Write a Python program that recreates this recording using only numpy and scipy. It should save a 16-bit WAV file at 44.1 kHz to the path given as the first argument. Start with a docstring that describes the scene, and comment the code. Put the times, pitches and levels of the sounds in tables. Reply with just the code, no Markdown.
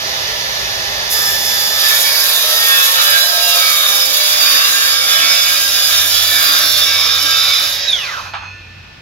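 """First comes the thin whine and rushing air of a cordless circular saw running free in a bare room.
It grazes a board with a squeal, then is pushed through. The teeth scrape in the same pattern on every
turn, a periodic force that excites the blade's resonances, while the motor sags under the load.
Out of the cut it is braked in half a second, the guard snaps shut and the blade rings on."""
import sys
import numpy as np
from scipy import signal
from scipy.fft import rfft, irfft, next_fast_len
from scipy.io import wavfile
from scipy.ndimage import uniform_filter1d, map_coordinates

SR = 44100
rng = np.random.default_rng(int(sys.argv[2]) if len(sys.argv) > 2 else 0)


def store_pcm(level_fs):
    """Save levels as 16-bit WAV."""
    pcm = np.round(np.clip(level_fs, -1, 1) * 32767).astype(np.int16)
    wavfile.write(sys.argv[1], SR, np.atleast_2d(pcm).T)


N = 397341
TIME = np.arange(N) / SR
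SIZE = next_fast_len(N + SR)
HZ = np.maximum(np.arange(SIZE // 2 + 1) * SR / SIZE, 1)
SIDES = np.array([[1], [-1]])  # left, right

# the blade grazes the board, bites in, comes through and is braked
GRAZE_S, BITE_S, THROUGH_S, BRAKE_S = 1.09, 1.78, 7.66, 7.871
FREE_TURNS_PER_S, GEAR_RATIO = 80.6, 49 / 9


def from_db(db):
    """Amplitude ratio of a level in decibels."""
    return 10 ** (np.asarray(db) / 20)


def rms_one(x):
    """Normalisation to unit power."""
    return x / np.sqrt(np.mean(x ** 2) + 1e-20)


def in_time(rows):
    """Linear interpolation of each column over time."""
    times, *columns = np.transpose(rows)
    return [np.interp(TIME, times, c) for c in columns]


def level(rows):
    """Amplitude envelope from rows of t/s, level/dB."""
    return from_db(in_time(rows)[0])


def in_hz(rows):
    """Interpolation of each column over log frequency."""
    hz, *columns = np.transpose(rows)
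    return [np.interp(np.log(HZ), np.log(hz), c) for c in columns]


def filtered(x, response):
    """Convolution as a product of spectra."""
    return irfft(rfft(x, SIZE) * response, SIZE)[..., :N]


def shaped(x, spectrum):
    """Spectral shaping by rows of f/Hz, level/dB."""
    return filtered(x, from_db(in_hz(spectrum)[0]))


def coloured(spectrum):
    """Filtered white noise of unit power."""
    return rms_one(shaped(rng.standard_normal(N), spectrum))


def drift(rate):
    """Random modulation of unit spread, with rate new values a second."""
    return np.interp(TIME * rate, np.arange(4096), rng.standard_normal(4096)) * np.sqrt(1.5)


def lagged(x, lag_s):
    """Exponential relaxation towards x."""
    r = np.exp(-1 / (lag_s * SR))
    return signal.lfilter([1 - r], [1, -r], x)


def held(spans, lag_s=0.024):
    """First-order response to rectangular pulses: start/s, end/s, height."""
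    steps = np.zeros(N)
    for start, end, value in spans:
        steps[int(start * SR):int(end * SR)] += value
    return lagged(steps, lag_s)


def gated(spans, lag_s=0.024):
    """Attack, hold and release from rows of start/s, end/s, level/dB."""
    return held([(start, end, from_db(db)) for start, end, db in spans], lag_s)


def resonance(x, hz, width_hz):
    """Damped two-pole resonator with unit peak gain."""
    r = np.exp(-np.pi * width_hz / SR)
    feedback = [1, -2 * r * np.cos(2 * np.pi * hz / SR), r * r]
    return signal.lfilter(np.array([1, 0, -1]) * (1 - r * r) / 2, feedback, x)


def squeal(force, hz, width_hz):
    """Forced response of two equal resonators in cascade, at unit power."""
    return rms_one(resonance(resonance(force, hz, width_hz), hz, width_hz))


def band(x, low_hz, high_hz):
    """Band-pass filtering, with the running power evened to 1."""
    part = filtered(x, 1 / (1 + (low_hz / HZ) ** 16) / (1 + (HZ / high_hz) ** 16))
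    return part / np.sqrt(uniform_filter1d(part ** 2, size=6000) + 1e-12)


def tones(cycles, partials, waver_db, waver_rate):
    """Superposition of sines on multiples of a cycle count, each wavering in level."""
    return np.sqrt(2) * sum(
        from_db(db + waver_db * drift(waver_rate)) * np.sin(2 * np.pi * (k * cycles + rng.random()))
        for k, db in partials)


# low hum that comes and goes: start/s, end/s, level/dB
HUM_SPANS = [(5.3, 5.9, -50.5), (5.9, 6.348, -40.5), (6.604, 7.251, -42), (7.249, 8.203, -50.5),
             (8.199, 8.803, -41)]
# room rumble and faint wash: f/Hz, level/dB
RUMBLE_SPECTRUM = [(22, -53), (37, -11), (48, 2.5), (70, -3.5), (120, -1), (300, -16), (1500, -46)]
WASH_SPECTRUM = [(100, -2.5), (500, -3), (2800, 0.5), (5500, -7.5), (9000, -31)]
# course of the rumble: t/s, level/dB
RUMBLE_ENVELOPE = [(1.4, -39.5), (2.3, -49), (7.6, -47), (8.3, -45)]
def background(hum_hz, wash_db):
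    """Coherence: a wavering hum and a rumble are nearly alike left and right, the wash is diffuse."""
    hum_cycles = np.cumsum(hum_hz + 2.46 * drift(18)) / SR
    hum = gated(HUM_SPANS, lag_s=0.069) * np.sqrt(2) * np.sin(2 * np.pi * hum_cycles)
    rumble = coloured(RUMBLE_SPECTRUM) + from_db(-22) * coloured(RUMBLE_SPECTRUM) * SIDES
    wash = np.array([coloured(WASH_SPECTRUM), coloured(WASH_SPECTRUM)])
    return hum + level(RUMBLE_ENVELOPE) * rumble + from_db(wash_db) * wash


def walls(x, t60_s, shift_hz=0.45):
    """Reverberation: bare walls add a diffuse tail whose pattern shifts as the saw advances."""
    age = TIME[:SR]
    tails = rng.standard_normal((2, 2, SR)) * from_db(-60 * age / t60_s) * (age > 0.003)
    tails /= np.sqrt(np.sum(tails ** 2, axis=-1, keepdims=True))
    first, second = filtered(x, rfft(tails, SIZE))
    shift = 2 * np.pi * shift_hz * np.maximum(TIME - BITE_S, 0)
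    return np.cos(shift) * first + np.sin(shift) * second


# left channel relative to right: f/Hz, level/dB, phase lead/rad
STEREO_RESPONSE = [(100.6, 3, -0.5), (356, -4.5, -0.5), (680, 0, 0), (1390, -5, 2.5), (2670, -2, 0.42),
                   (5140, -6, 3), (14300, -1.5, 3)]
def room(x, t60_s, wet_db):
    """Direct and reverberant field: sound reaches the two sides out of phase, then the walls answer."""
    balance_db, lead = in_hz(STEREO_RESPONSE)
    direct = filtered(x, np.exp(0.5j * lead * SIDES))
    return filtered(direct + from_db(wet_db) * walls(x, t60_s), from_db(SIDES * balance_db / 2))


# extra lead of the left channel: t/s, lead/ms
LEFT_LEAD = [(2.0, 0.05), (4.5, 0.02), (6.0, -0.02), (8.0, -0.06)]
def travelling(stereo):
    """Path difference: as the saw advances, its sound arrives later and later on the left."""
    left, right = stereo
    lead = in_time(LEFT_LEAD)[0] * SR / 1000
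    return np.array([map_coordinates(left, [np.arange(N) + lead], order=3, mode="nearest"), right])


# rush of air: f/Hz, level/dB
AIR_SPECTRUM = [(130, -26.5), (290, -16.5), (520, -0.5), (680, -2.5), (1100, -5.5), (1450, -5), (1700, 2),
                (2300, -4), (4600, 1.5), (6400, -4), (7600, -21), (8900, -26), (11500, -13), (15500, -21)]
# its course at full speed: t/s, level/dB
AIR_ENVELOPE = [(1.1, -22.5), (2.2, -24), (4.5, -28.5)]
def air_rush(speed):
    """Aerodynamic noise of fan and blade, weakening as they slow."""
    return level(AIR_ENVELOPE) * speed ** 0.6 * coloured(AIR_SPECTRUM)


# motor tones: multiple of motor speed, level/dB
MOTOR_ORDERS = [(1, -21), (2, -14), (4, -6), (8, 0), (13, -13), (16, -15)]
def motor(turns):
    """Rotational harmonics: a thin whine that swells during the graze and sinks under the cut."""
    gain = gated([(0, GRAZE_S, -34), (GRAZE_S, BITE_S, -27), (BITE_S, BRAKE_S, -41)])
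    return gain * tones(turns * GEAR_RATIO, MOTOR_ORDERS, waver_db=1, waver_rate=12)


def gear_mesh(turns, pinion_teeth=9):
    """Loaded gears sound at the meshing frequency, tooth count times motor speed."""
    mesh = tones(turns * GEAR_RATIO, [(pinion_teeth, -29)], waver_db=3, waver_rate=12)
    return held([(BITE_S, BRAKE_S, 1)]) * mesh


# gear whine under the brake: multiple of motor speed, level/dB
BRAKE_ORDERS = [(4, -16), (6, -8), (9, 2), (16, -12), (18, -10), (27, -15), (36, -14)]
# response of the gear case: f/Hz, level/dB
CASE_RESPONSE = [(600, -16), (1150, 3), (1450, 2), (1900, -4), (2500, -3), (3700, 2), (5200, -7),
                 (6500, -4), (7700, -23), (9500, -20), (11300, 0), (13000, -30)]
def brake(turns, speed):
    """Backlash: braked gears rattle in phase, more as they slow, until the falling whine breaks up."""
    rattle = (0.012 + 0.05 * (1 - speed) ** 2) * drift(400)
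    whine = tones(turns * GEAR_RATIO + rattle, BRAKE_ORDERS, waver_db=3, waver_rate=120)
    grip = lagged(TIME > BRAKE_S, lag_s=0.012)
    return from_db(-19) * shaped(grip * speed ** 1.3 * whine, CASE_RESPONSE)


# knocks of offcut, shoe and guard: t/s, level/dB, T60/s
IMPACTS = [(7.706, -33, 0.069), (8.25, -27.5, 0.13), (8.335, -17.5, 0.086), (8.348, -25, 0.07),
           (8.419, -31.5, 0.28)]
# their colour: f/Hz, level/dB
IMPACT_SPECTRUM = [(250, -36.5), (550, -12), (850, 2.5), (1150, 2.5), (1550, 3.5), (1850, -8), (2630, -7),
                   (4500, -16), (14000, -65)]
def knocks():
    """Impact excitation: wood and metal give bursts of noise that decay exponentially."""
    envelope = sum((TIME >= onset) * from_db(db - 60 * np.maximum(TIME - onset, 0) / t60)
                   for onset, db, t60 in IMPACTS)
    return lagged(envelope, lag_s=0.0011) * coloured(IMPACT_SPECTRUM)


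# modes of the free blade: f/Hz, level/dB
FREE_MODES = [(1459, -9), (1766, -6), (2422, -3.5), (2536, -2), (2573, -2), (2681, -3.5), (3472, -14),
              (4247, -6.5), (4905, -19), (5430, -18), (6180, -18), (6420, -14)]
# their envelope before damping: t/s, level/dB
FREE_ENVELOPE = [(7.85, -120), (8.1, -42), (8.4, -43), (8.55, -37.5), (8.63, -40), (9.0, -36.5)]
def free_blade(damped_from_s, db_per_s_khz):
    """Free vibration: out of the kerf the blade rings on, its high modes dying sooner."""
    age = np.maximum(TIME - damped_from_s, 0)
    modes = sum(from_db(-db_per_s_khz * age * hz / 1e3)
                * tones(TIME, [(hz, db)], waver_db=2.5, waver_rate=25) for hz, db in FREE_MODES)
    return level(FREE_ENVELOPE) * modes


# thrum of the board: multiple of blade speed, level/dB
THRUM_ORDERS = [(7, -6.5), (8, -5.5), (9, -8.5), (11, -7), (12, -3), (14, -5), (15, 1)]
# its course: t/s, level/dB
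THRUM_ENVELOPE = [(1.75, -44), (1.95, -40), (3.0, -41), (3.9, -40.5), (4.4, -50), (4.8, -53)]
def board_tones(turns, twist_db, deep_s=3.88):
    """Forced vibration: the board thrums early on; deep in the cut the four slots make it drone."""
    drone_gain = held([(deep_s, THROUGH_S, 1)]) * from_db(-48.5 + 0.7 * twist_db + 3 * drift(20))
    drone = drone_gain * np.sin(2 * np.pi * 4 * turns)
    thrum = level(THRUM_ENVELOPE) * tones(turns, THRUM_ORDERS, waver_db=4.5, waver_rate=5)
    return drone + (TIME < THROUGH_S) * thrum


# whistle of the teeth: multiple of blade speed, level/dB
WHISTLE_ORDERS = [(24, -1), (48, -4)]
# its course at full speed: t/s, level/dB
WHISTLE_ENVELOPE = [(1.75, -42.5), (2.0, -36), (2.9, -26), (3.3, -45)]
def tooth_whistle(turns, speed):
    """The teeth whistle at the tooth-passing frequency and an octave below it."""
    return speed * level(WHISTLE_ENVELOPE) * tones(turns, WHISTLE_ORDERS, waver_db=6, waver_rate=14)


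def scrape(turns, rough, wobble, slots, harmonics=200):
    """Periodic plus random force: the same uneven teeth return each turn, crumbling wood adds noise."""
    rim = rms_one(irfft(np.r_[0, np.exp(2j * np.pi * rng.random(harmonics))], 4096))
    repeating = np.interp(turns % 1, np.linspace(0, 1, len(rim), endpoint=False), rim)
    rough = np.clip(rough, 0, 1)
    # a slightly warped blade presses harder once a turn, and its four slots chop the force
    pressure = 1 + wobble * np.cos(2 * np.pi * turns) + slots * np.cos(2 * np.pi * 4 * turns)
    return pressure * (np.sqrt(1 - rough) * repeating + np.sqrt(rough) * rng.standard_normal(N))


# grazing squeal: f/Hz, level/dB
GRAZE_SPECTRUM = [(1000, -20), (3000, -16), (3750, -2), (4300, -12), (4850, -3), (5550, -4), (5950, -7),
                  (7250, -6), (8000, -26), (9000, -30), (9900, -12), (12200, -9), (12550, -3), (13260, -2),
                  (13900, -13), (15500, -16)]
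def graze(turns):
    """Periodic excitation: skidding teeth squeal on a harmonic comb of the blade's speed."""
    skid = 0.0008 * drift(300)
    force = scrape(turns + skid, rough=0.05, wobble=0.1, slots=0.2)
    return gated([(GRAZE_S, BITE_S, -22.5)]) * rms_one(shaped(force, GRAZE_SPECTRUM))


# resonances of the tooth tips: f/Hz, bandwidth/Hz, level/dB
TIP_MODES = [(9980, 150, -33), (11880, 220, -30), (13250, 220, -29)]
def screech(turns, shallow_until_s=2.8):
    """Resonance: the tooth tips screech while the kerf is shallow."""
    force = scrape(turns, rough=0.3, wobble=0.2, slots=0.2)
    tips = sum(from_db(db + 1.5 * drift(11)) * squeal(force, hz, width) for hz, width, db in TIP_MODES)
    return held([(BITE_S, shallow_until_s, 1)]) * tips


# the kerf pinches the blade: start/s, end/s, level/dB
PINCH_SPANS = [(2.29, 2.375, -16), (3.779, 4.651, -21), (4.7, 5.45, -28.5), (5.911, 5.99, -18),
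               (6.299, 6.375, -20.5), (6.45, 6.83, -23.5), (6.829, 7.168, -25), (7.225, 7.603, -25),
               (7.62, 7.77, -30)]
def chatter(turns):
    """Stick-slip: the pinched blade grabs on every turn, hammering one broad mode in uneven bursts."""
    grab = scrape(turns, rough=0.15, wobble=0.9, slots=0.5) * from_db(1.8 * drift(35))
    return gated(PINCH_SPANS, lag_s=0.014) * squeal(grab, hz=3660, width_hz=120)


# singing modes of the pinched blade: start/s, end/s, f/Hz, level/dB
SINGING_MODES = [(1.15, 1.36, 1765, -28), (1.16, 1.8, 5534, -30), (1.2, 1.85, 5141, -32),
                 (1.55, 1.88, 4821, -30), (2.4, 2.62, 617, -34), (2.67, 2.93, 1102, -29.5),
                 (2.7, 2.84, 2628, -24), (2.7, 2.95, 1783, -29), (3.025, 3.28, 1750, -27),
                 (3.22, 3.58, 693, -29.5), (3.41, 3.54, 2780, -25), (3.58, 3.82, 2270, -25),
                 (4.5, 4.92, 1755, -26.5), (4.52, 4.92, 1608, -25), (5.2, 5.6, 4976, -28),
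                 (5.92, 6.15, 5505, -27), (6.33, 6.58, 1604, -24), (6.53, 6.8, 5503, -23),
                 (6.58, 6.8, 4344, -25), (6.8, 7.15, 3765, -25), (6.84, 7.03, 2268, -25),
                 (6.98, 7.64, 3677, -25), (7.25, 7.62, 3975, -26), (7.48, 7.75, 5162, -28)]
def singing(turns):
    """Single modes sing out in the kerf, amplitude-modulated once a turn."""
    modes = np.zeros(N)
    for start, end, hz, db in SINGING_MODES:
        cycles = hz * TIME + 0.1 * drift(35) + 0.05 * drift(400)  # slow wander, fast rasp
        modes += gated([(start, end, db)], lag_s=0.018) * np.sin(2 * np.pi * cycles)
    throb = 1 + 0.085 * np.cos(2 * np.pi * turns)
    return np.sqrt(2) * modes * throb * from_db(2 * drift(25))


# the hand pushes (+) or eases off (-): start/s, end/s, sag/(turns/s), force/dB, sideways twist/dB
HAND_PUSHES = [(1.134, 1.29, 0, 2.5, 4), (1.325, 1.44, 0, -16, -11), (1.826, 1.943, 1.5, -1.5, 9.5),
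               (1.97, 2.385, 0.81, -2, 4), (2.404, 2.603, .5, -3, 1.5), (2.659, 2.878, 1, 1, 8),
               (2.921, 3.178, 4, 1, 7.5), (3.183, 3.38, -1, -5.5, 1), (3.5, 3.782, 0.12, 2, 2.5),
               (3.801, 4.02, 2, 1.5, 4), (4.381, 4.88, 2.5, 3, 3.5), (4.87, 5.022, 0, -2.5, 0),
               (5.063, 5.321, 2, 2.5, 6.5), (5.412, 5.569, 2.5, 2, 4.5), (5.871, 6.059, 1.3, 1.5, 4.5),
               (6.293, 6.5, 1.5, 1, 7), (6.5, 6.679, 0.5, -3, 6.5), (6.797, 7.161, 1.75, 0.5, 3.5),
               (7.23, 7.622, 1.5, -0.5, 3.5)]
def hand(column, lag_s):
    """First-order response to the pushes: column 2 is sag, 3 force, 4 twist."""
    return held([(row[0], row[1], row[column]) for row in HAND_PUSHES], lag_s)


def blade_speed(inertia_s=0.09, sink_s=1.5, recover_s=0.13, brake_turns_per_s2=190):
    """Rotational inertia: turns per second lag behind the load, then fall steadily under the brake."""
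    touch = 0.26 * lagged(TIME > GRAZE_S, inertia_s)
    depth = 1 - np.exp(-np.maximum(TIME - BITE_S, 0) / sink_s)
    feed = 6.2 * depth * np.exp(-np.maximum(TIME - THROUGH_S, 0) / recover_s)
    pushes = hand(2, inertia_s)
    braked = brake_turns_per_s2 * lagged(np.maximum(TIME - BRAKE_S, 0), lag_s=0.02)
    return np.maximum(FREE_TURNS_PER_S - touch - feed - pushes - braked, 0)


def contact(graze_db, cut_db, end_s=THROUGH_S, rub_db=-8):
    """Friction envelope: grazing, cutting, then softer rubbing in the kerf until the brake."""
    rubbing = (end_s, BRAKE_S, cut_db + rub_db)
    return gated([(GRAZE_S, BITE_S, graze_db), (BITE_S, end_s, cut_db), rubbing])


def grit(rasp, force_db, touch_s=0.054, fade_db_per_s=0.07, clear_s=7.74):
    """Fracture noise: crumbs spray unevenly at first touch; deeper in the kerf fewer escape."""
    hiss = band(rasp, 5800, 15150) * from_db(2 * drift(100) + 0.5 * drift(13))
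    escape_db = 11.5 * (TIME < GRAZE_S + touch_s) - fade_db_per_s * np.maximum(TIME - BITE_S, 0)
    gain = contact(-27, -19.2, end_s=6.8, rub_db=-6.5) * held([(0, clear_s, 0.83)])
    return gain * from_db(0.4 * force_db + escape_db) * hiss


# roughness of the cut: t/s, random share of the force's power
ROUGHNESS = [(1.12, 0.3), (1.78, 0.34), (1.95, 0.74), (3.1, 0.5), (4.1, 0.65), (5.3, 0.46), (7.4, 0.52),
             (7.86, 0.7)]
# broad colour of the scraping: f/Hz, level/dB
RASP_SPECTRUM = [(100, -62), (230, -61), (550, -13.5), (900, -20.5), (2000, -14), (3500, -12), (6000, -17),
                 (7200, -19), (8000, -30), (9000, -37.5), (9800, -22), (11700, -15.5), (13500, -21),
                 (15500, -16)]
# blade resonances in the cut: f/Hz, bandwidth/Hz, level/dB
BLADE_MODES = [(695, 12, -9), (1099, 15, -17), (1170, 20, -15), (1225, 30, -12), (1297, 55, -10),
               (1421, 30, -8.5), (1500, 30, -11), (1608, 11, 1.5), (1755, 17, -0.5), (2267, 14, -2),
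               (2455, 40, -2.5), (2630, 20, -11), (2782, 26, -8), (3005, 28, -7), (3350, 70, -9),
               (3465, 30, -1.5), (3680, 100, -2), (3980, 34, -2.5), (4345, 45, -8), (4620, 24, 0),
               (4710, 20, -4), (4824, 14, -3.5), (4866, 16, -2.5), (4975, 16, 0.5), (5160, 18, 0),
               (5420, 30, -4), (5508, 16, -1), (5825, 28, -8), (5950, 24, -8), (6795, 45, -7)]
# the board sounding under the teeth: t/s, level/dB
BOARD_ENVELOPE = [(1.1, -49), (2.5, -42), (3.6, -36.5), (4.3, -36), (5.6, -39), (6.6, -37.5), (7.6, -39)]
def cutting(turns, force_db, twist_db):
    """Modal superposition: scraping drives the blade's resonances, the board and a hiss of grit."""
    rough, = in_time(ROUGHNESS)
    # each flank of the blade rubs the kerf with its own pattern
    flanks = [scrape(turns, rough * 1.06, wobble=0.2, slots=0.3) for _ in range(2)]
    # some scraping reaches the air without ringing a mode
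    steel = from_db(-2.5) * shaped(scrape(turns, rough, wobble=0.078, slots=0.48), RASP_SPECTRUM)
    for k, (hz, width, db) in enumerate(BLADE_MODES):
        # the contact point wanders, so each mode swells and fades on its own
        steel += from_db(db + 3.8 * drift(6)) * resonance(flanks[k % 2], hz, width)
    whine = contact(-24.5, -19) * from_db(0.34 * force_db) * band(steel, 3140, 6800)
    middle = contact(-52, -30) * from_db(1.1 * force_db) * band(steel, 2190, 3260)
    # twisting the saw in the kerf wakes the slow bending modes
    bending = contact(-33, -31) * from_db(0.27 * force_db + twist_db) * band(steel, 1150, 2130)
    board_gain = held([(GRAZE_S, THROUGH_S, 1)]) * level(BOARD_ENVELOPE) * from_db(0.49 * twist_db)
    board = board_gain * band(steel, 140, 1366)
    rasp = shaped(scrape(turns, rough * 2, wobble=0.12, slots=0.094), RASP_SPECTRUM)
    spray = grit(rasp, force_db)
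    flutter = from_db(0.99 * drift(14))  # the board is uneven
    return (whine + middle + bending + board) * flutter + spray


def scene():
    """Directivity: the saw's tones beam at the listener, the cut radiates all round the room."""
    turns_per_s = blade_speed()
    turns = np.cumsum(turns_per_s * (1 + 0.0004 * drift(30))) / SR
    speed = turns_per_s / FREE_TURNS_PER_S
    force_db, twist_db = hand(3, lag_s=0.013), hand(4, lag_s=0.013)
    noises = air_rush(speed) + cutting(turns, force_db, twist_db) + knocks()
    sprayed = room(noises, t60_s=0.32, wet_db=1)
    drive = (gear_mesh(turns) + tooth_whistle(turns, speed)
             + board_tones(turns, twist_db) + brake(turns, speed))
    squeals = singing(turns) + graze(turns) + screech(turns) + chatter(turns)
    beamed = room(drive + squeals, t60_s=0.5, wet_db=-6)
    # the motor and the lifted blade stand clear of the floor and reach both sides in phase
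    body = motor(turns) + free_blade(damped_from_s=8.46, db_per_s_khz=12)
    pan = from_db(-1.5 * SIDES)
    return travelling(sprayed + beamed) + pan * body + background(hum_hz=92, wash_db=-40.5)


def record(dry, cutoff_hz=15800):
    """Clipping of the highest peaks, then a steep low-pass."""
    return filtered(np.clip(dry, -0.95, 0.95), 1 / (1 + (HZ / cutoff_hz) ** 300))


dry = scene()
out = record(dry)
store_pcm(out)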